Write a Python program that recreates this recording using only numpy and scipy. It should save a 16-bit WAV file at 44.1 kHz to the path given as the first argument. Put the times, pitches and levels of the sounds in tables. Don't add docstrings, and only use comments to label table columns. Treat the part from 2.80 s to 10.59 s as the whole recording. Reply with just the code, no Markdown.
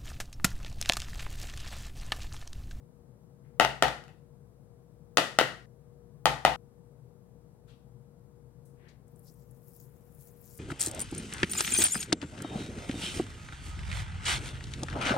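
import sys
import numpy as np
from scipy import signal
from scipy.fft import rfft, irfft, next_fast_len
from scipy.io import wavfile
from scipy.ndimage import uniform_filter1d, minimum_filter1d, map_coordinates

SR = 44100
rng = np.random.default_rng(int(sys.argv[2]) if len(sys.argv) > 2 else 0)


def persist_wave(psi):
    counts = np.round(np.clip(psi, -1, 1) * 32767).astype(np.int16)
    wavfile.write(sys.argv[1], SR, np.atleast_2d(counts).T)


N = 343513
TIME = np.arange(N) / SR


def amp(db):
    return 10 ** (np.asarray(db) / 20)


def unit(x):
    return x / np.sqrt(np.mean(x ** 2) + 1e-20)


def along(table, hz, column=1):
    columns = np.transpose(table)
    return np.interp(np.log(hz + 1), np.log(columns[0] + 1), columns[column])


def pan(db):
    return amp(np.array([np.atleast_1d(db), -np.atleast_1d(db)]) / 2)


def wobble(rate):
    coarse = TIME[::64]
    values = rng.standard_normal(int(N * rate / SR) + 4)
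    return np.interp(TIME, coarse, map_coordinates(values, [coarse * rate]))


def filtered(x, response):
    size = next_fast_len(x.shape[-1] + SR // 8, True)
    return irfft(rfft(x, size) * response(np.fft.rfftfreq(size, 1 / SR)), size)[..., :x.shape[-1]]


def resonance(f, hz, width):
    return 1j * f * width / (hz * hz - f * f + 1j * f * width)


def causal(gain):
    cepstrum = irfft(np.log(gain))
    half = len(cepstrum) // 2
    return np.exp(rfft(np.r_[cepstrum[0], 2 * cepstrum[1:half], np.zeros(half)]))


def stereo_noise(size, likeness):
    def blend(f):
        angle = np.arccos(np.clip(along(likeness, f), -1, 1)) / 2
        return np.array([np.cos(angle), np.sin(angle)])
    mid, side = filtered(rng.standard_normal((2, size)), blend)
    return np.array([mid + side, mid - side])


def add(track, start, sound):
    part = track[:, round(start * SR):][:, :sound.shape[-1]]
    part += sound[..., :part.shape[-1]]


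def fading_tones(table, t, attack_s, scatter_db):
    hz, db, fade_s = np.transpose(table)[:, :, None]
    phase = rng.uniform(0, 2 * np.pi, hz.shape) + rng.normal(0, 0.37, (2,) + hz.shape)
    strength = amp(db + rng.normal(0, scatter_db, hz.shape) - 60 * t / fade_s)
    tones = strength * np.sin(2 * np.pi * hz * t + phase)
    return tones.sum(axis=1) * (1 - np.exp(-t / attack_s))


# pitch in Hz, level in dB.
MOTOR_TONES = [(59, -68), (475.5, -67)]
# frequency in Hz, relative level in dB.
AIR_COLOUR = [(13, -69.5), (22, -34.5), (44, -12.5), (80, -12), (136, -7), (242, -11.5), (278, -20),
              (356, -16.5), (444, -19), (482, -18.5), (636, -24.5), (961, -29), (2740, -45.5),
              (9740, -42.5), (16000, -50.5)]
# frequency in Hz, lean to the left in dB.
AIR_LEAN = [(60, 11), (110, 13), (200, 8), (380, 12.5), (700, 13), (1290, 10.5), (2380, 4), (4400, 2.5),
            (8120, -1.5), (15000, 3)]
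# frequency in Hz, likeness from -1 (opposite) to 1 (same).
AIR_LIKENESS = [(60, 0.54), (130, -0.15), (290, 0.82), (640, 0.84), (1410, -0.06), (3100, -0.19),
                (6820, -0.71), (15000, 1)]
def appliance():
    air = unit(filtered(stereo_noise(N, AIR_LIKENESS), lambda f: amp(along(AIR_COLOUR, f))))
    air = filtered(air, lambda f: pan(along(AIR_LEAN, f)))
    drone = unit(filtered(rng.standard_normal(N), lambda f: resonance(f, hz=132, width=54) ** 2))
    hum = sum(amp(db + 2.3 * wobble(9)) * np.sin(2 * np.pi * hz * TIME + .5 * wobble(10))
              for hz, db in MOTOR_TONES)
    return air * amp(-62) + drone * amp(-60) * pan(13) + hum * pan(16)


# start in seconds, level in dB,
# middle frequency in Hz, rise time in seconds, fade time in seconds.
FAINT_NOISES = [(.63, -77.5, 1880, .02, 0.6), (4.87, -66.5, 3240, 0.032, 0.39),
                (4.869, -71, 1200, .02, 0.37), (4.872, -76, 8000, .01, .35), (5.851, -69, 9600, .004, 0.35),
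                (5.959, -65.5, 1900, 0.1164, 0.38), (6.082, -65, 4060, 0.004, 0.2),
                (6.087, -71, 6780, .004, 0.1)]
def faint_noises():
    out, t = np.zeros((2, N)), np.arange(SR // 2) / SR
    for start, db, hz, rise_s, fade_s in FAINT_NOISES:
        def band(f):
            return resonance(f, hz, 0.46 * hz) * resonance(f, hz, 1.9 * hz) / (1 + (f / (2.4 * hz)) ** 4)
        noise = unit(filtered(rng.standard_normal((2, len(t))), band))
        loudness = np.minimum(t / rise_s, 1) * amp(db - 60 * np.maximum(t - rise_s, 0) / fade_s)
        add(out, start, noise * loudness * pan(8.2))
    return out


# pitch in Hz, width in Hz, relative level in dB.
OVERTONES = [(317, 140, -13), (1310, 280, -1.5), (1856, 170, -5), (2550, 320, -10), (2926, 280, -6),
             (3590, 87, -14), (4450, 210, -21.5)]
def colander(f, bowl_hz, overtone_db):
    overtones = sum(amp(db + rng.normal(0, 1)) * resonance(f, hz * (1 + rng.normal(0, 0.03)), width)
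                    for hz, width, db in OVERTONES)
    body = resonance(f, bowl_hz, width=250) + amp(overtone_db) * overtones
    body = body / (1 + 1j * f / 4500)
    return body * 1j * f / (1j * f + 120)


# frequency in Hz, lean to the left in dB.
CLACK_LEAN = [(300, 4), (750, 2.5), (1150, 6), (1400, 5), (1950, 8), (3000, 0), (5000, 7), (9000, 6)]
def direct_clack(blow, f, left_db):
    upward = blow * (1j * f / (1j * f + 110)) ** 2
    delay = np.array([np.ones_like(f), np.exp(-2j * np.pi * f * .00007)])
    sides = np.array([causal(gain) for gain in pan(along(CLACK_LEAN, f) + left_db)])
    return irfft(upward * delay * sides)


# start in seconds, relative level in dB, bowl pitch in Hz,
# then boosts in dB for the overtones, the crack, the thud, the echo and ring, and the lean to the left.
BLOWS = [(0.7986, 1, 710, -1, -4.5, -5, -1, 3.5), (.8490, -7.5, 740, -7, -5.5, -3.5, -3.5, -0.5),
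         (1.0243, 1, 741, -2.5, -2.5, -2, -2, 0.5), (1.0829, -21.5, 739, -1, -2.5, -3, -4, 0.5),
         (1.239, -48, 740, 1, 10.5, -5, 3.5, -2), (1.281, -46.5, 695, -1.5, 2.5, 16, 6, 1),
         (2.3720, -6.5, 612, 2.5, 9.5, -7.5, 2.5, 2.5), (2.5877, -1.5, 667, 2.5, 3, -6.5, -2.5, 0),
         (2.6123, -6, 483, -17.5, -18.5, -3, -8.5, 1), (3.4567, -2, 785, -3, 1.5, 2, 0, 2.5),
         (3.6504, 4.5, 789.4, -5, -6.5, -5, -4.5, 0)]
# frequency in Hz, relative level in dB.
CRACK_COLOUR = [(300, -39), (1500, -26), (2400, -24.5), (3200, -15.5), (5000, -21.5), (7000, -24),
                (10000, -29), (13000, -40), (16000, -43.5)]
# pitch in Hz, relative level in dB, fade time in seconds.
RING_TONES = [(429, -7, 0.15), (511, -3.5, .28), (670, -2.5, 0.13), (740, -3, 0.073), (788, 3.5, 0.14),
              (880, 3, .26), (1260, -10, .3), (1400, -8.5, 0.13), (1495, -13.5, .27), (1956, -10, 0.3),
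              (2044, -13, .26), (2850, -11.5, .24), (3110, -12, 0.17)]
# pitch in Hz, relative level in dB, fade time in seconds.
COUNTER_TONES = [(60, -3.5, 0.5), (133, -2, .5), (155.3, -1, .35)]
CUTOFFS = [1.745, 2.86, 3.762]
def spoon_knocks(size=24576):
    out, t, f = np.zeros((2, N)), np.arange(size) / SR, np.fft.rfftfreq(size, 1 / SR)
    crack_shape = causal(amp(along(CRACK_COLOUR, f)))
    for start, db, bowl_hz, overtone_db, crack_db, thud_db, room_db, left_db in BLOWS:
        body = colander(f, bowl_hz, overtone_db)
        crack = amp(crack_db) * crack_shape
        chatter = rfft(rng.standard_normal((2, size)) * amp(-17 - 60 * t / .014))
        clack = direct_clack(amp(db + 27.5) * (body + crack * (0.26 + chatter)), f, left_db)
        spread = amp(db + 26.5) * (body + crack * 0.81)
        echo = irfft(spread * rfft(kitchen_echo(size))) * amp(room_db - 8)
        ring = fading_tones(RING_TONES, t, attack_s=0.00099, scatter_db=0.4) * amp(db + room_db - 28)
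        thud = fading_tones(COUNTER_TONES, t, attack_s=.012, scatter_db=1) * amp(db + thud_db - 33.5)
        next_cutoff = min(cutoff for cutoff in CUTOFFS if cutoff > start)
        length_s = min(next_cutoff - start, .5)
        ending = np.clip((length_s - t) / .002, 0, 1)
        add(out, start, (clack + echo + ring * pan(5.9) + thud * pan(8)) * ending)
    return out


# frequency in Hz, relative level in dB, fade time in seconds,
# lean to the left in dB.
ECHO_BANDS = [(60, 9, .6, 6.5), (130, 6, 0.44, 6.5), (260, 1, 0.34, 5.5), (501, 0, 0.34, 6.5),
              (870, 3, 0.36, 7), (1230, -4, 0.4, 6.5), (1960, 2, 0.41, 6), (3000, 0, .34, 6),
              (4900, -3.5, 0.4, 5), (9050, -5, 0.4, 2), (15000, -1, 0.28, 4.5)]
def kitchen_echo(size, delay_s=.0078, early_db=5, early_s=0.0073):
    noise = stereo_noise(size, likeness=[(150, .92), (500, 0.46), (1200, 0.13), (4000, .1)])
    hz, age, bands = signal.stft(noise, SR, nperseg=256)
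    db, fade_s, left_db = (along(ECHO_BANDS, hz, column)[:, None] for column in (1, 2, 3))
    bands = bands * amp(db - 60 * age / fade_s) * pan(left_db)
    tail = signal.istft(bands, SR, nperseg=256)[1][:, :size]
    early_boost = amp(early_db * np.exp(-TIME[:size] / early_s))
    delayed = np.pad(tail * early_boost, ((0, 0), (round(delay_s * SR), 0)))
    return delayed[:, :size] / np.sqrt(SR / 100)


# frequency in Hz, relative level in dB.
FIZZ_COLOUR = [(4500, -34), (8000, -6), (10500, 0), (13000, 1), (15000, 1.5), (16000, -2.5)]
# frequency in Hz, relative level in dB.
SPIT_COLOUR = [(2000, -31), (3800, -13.5), (5200, -2.5), (7500, -0.5), (10000, -12.5)]
def squeeze_bottle(start=6.27):
    out, now = np.zeros((2, N)), TIME[TIME >= start]
    size, elapsed = len(now), now - start
    fizz_gain, spit_gain = nozzle_flow(now, elapsed)
    fizz = froth(size, FIZZ_COLOUR, patchy_db=2) * fizz_gain * amp(1.5 * wobble(60)[:size])
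    spit = froth(size, SPIT_COLOUR, patchy_db=2.5) * spit_gain * amp(2.4 * wobble(45)[:size])
    wash = unit(filtered(rng.standard_normal((2, size)), lambda f: resonance(f, 1040, 1740) ** 2))
    add(out, start, fizz + spit + wash * amp(-87.5 + 8.5 * elapsed))
    return (out + bubble_pops(now, fizz_gain)) * pan(8)


def froth(size, colour, patchy_db, clicks_per_s=1600):
    clicks = (rng.random(size) < clicks_per_s / SR) * rng.standard_normal(size)
    clicks = clicks * (1 + .5 * rng.standard_normal((2, size)))
    hiss = 0.81 * rng.standard_normal((2, size))
    hz, _, bands = signal.stft(unit(clicks) + hiss, SR, nperseg=256)
    patches = uniform_filter1d(rng.standard_normal(bands.shape[1:]), size=7, axis=0)
    patches = unit(uniform_filter1d(patches, size=8, axis=1))
    bands = bands * amp(along(colour, hz)[:, None] + patchy_db * patches)
    return unit(signal.istft(bands, SR, nperseg=256)[1][:, :size])


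# start in seconds, hold in seconds, fizz level in dB, spit level in dB.
BOTTLE_SQUEEZES = [(6.48, .016, -65, -66.5), (6.603, 0.013, -78.5, -76), (6.877, .15, -64, -71),
                   (7.405, 0.069, -62, -68), (7.645, .075, -62, -65.5), (7.78, .02, -60, -63.5)]
def nozzle_flow(now, elapsed):
    fizz = amp(-81 + 7 * elapsed)
    spit = fizz * amp(-9)
    swell, relax = 130, 172
    onset, build, fall = 356, 69, 300
    for start, hold, fizz_db, spit_db in BOTTLE_SQUEEZES:
        before, after = np.maximum(start - now, 0), np.maximum(now - start - hold, 0)
        remaining = np.clip(start + hold - now, 0, hold)
        fizz = np.hypot(fizz, amp(fizz_db - swell * before - relax * after))
        spit = np.hypot(spit, amp(spit_db - onset * before - build * remaining - fall * after))
    return fizz, spit


# start in seconds, peak level in dB, pitch in Hz.
LOUD_POPS = [(6.2798, -56, 8460), (6.3597, -54, 8600), (6.3929, -52, 10160), (6.4316, -53.5, 11200),
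             (6.7105, -51, 10000), (6.8837, -42.5, 14670), (6.9632, -46, 12970), (7.0015, -43, 14600),
             (7.35, -47, 14340), (7.6154, -44.5, 14490), (7.7756, -42, 10590)]
def bubble_pops(now, fizz_gain, small_per_s=14):
    out, t, small_pops = np.zeros((2, N)), np.arange(SR // 16) / SR, []
    for when, pitch in rng.random((int(small_per_s * len(now) / SR), 2)):
        i = int(when * len(now))
        small_pops.append((now[i], 20 * np.log10(fizz_gain[i]) + 10.5, 13500 * 1.3 ** (pitch - .5)))
    fade = amp(-60 * t / 0.019) + amp(-22 - 60 * t / .15)
    for start, db, hz in LOUD_POPS + small_pops:
        burst = rng.standard_normal((2, len(t))) * fade
        pop = filtered(burst, lambda f: resonance(f, hz, 0.29 * hz) ** 2)
        add(out, start, pop / np.abs(pop).max() * amp(db))
    return out


def scene():
    return spoon_knocks() + appliance() + faint_noises() + squeeze_bottle()


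def record(dry, low_hz=20, top_hz=16000):
    needed = np.minimum(1, 1 / (np.abs(dry).max(axis=0) + 1e-9))
    gain = uniform_filter1d(minimum_filter1d(needed, size=45), size=45)
    return filtered(dry * gain, lambda f: (f < top_hz) * 1j * f / (1j * f + low_hz))


dry = scene()
out = record(dry)
persist_wave(out)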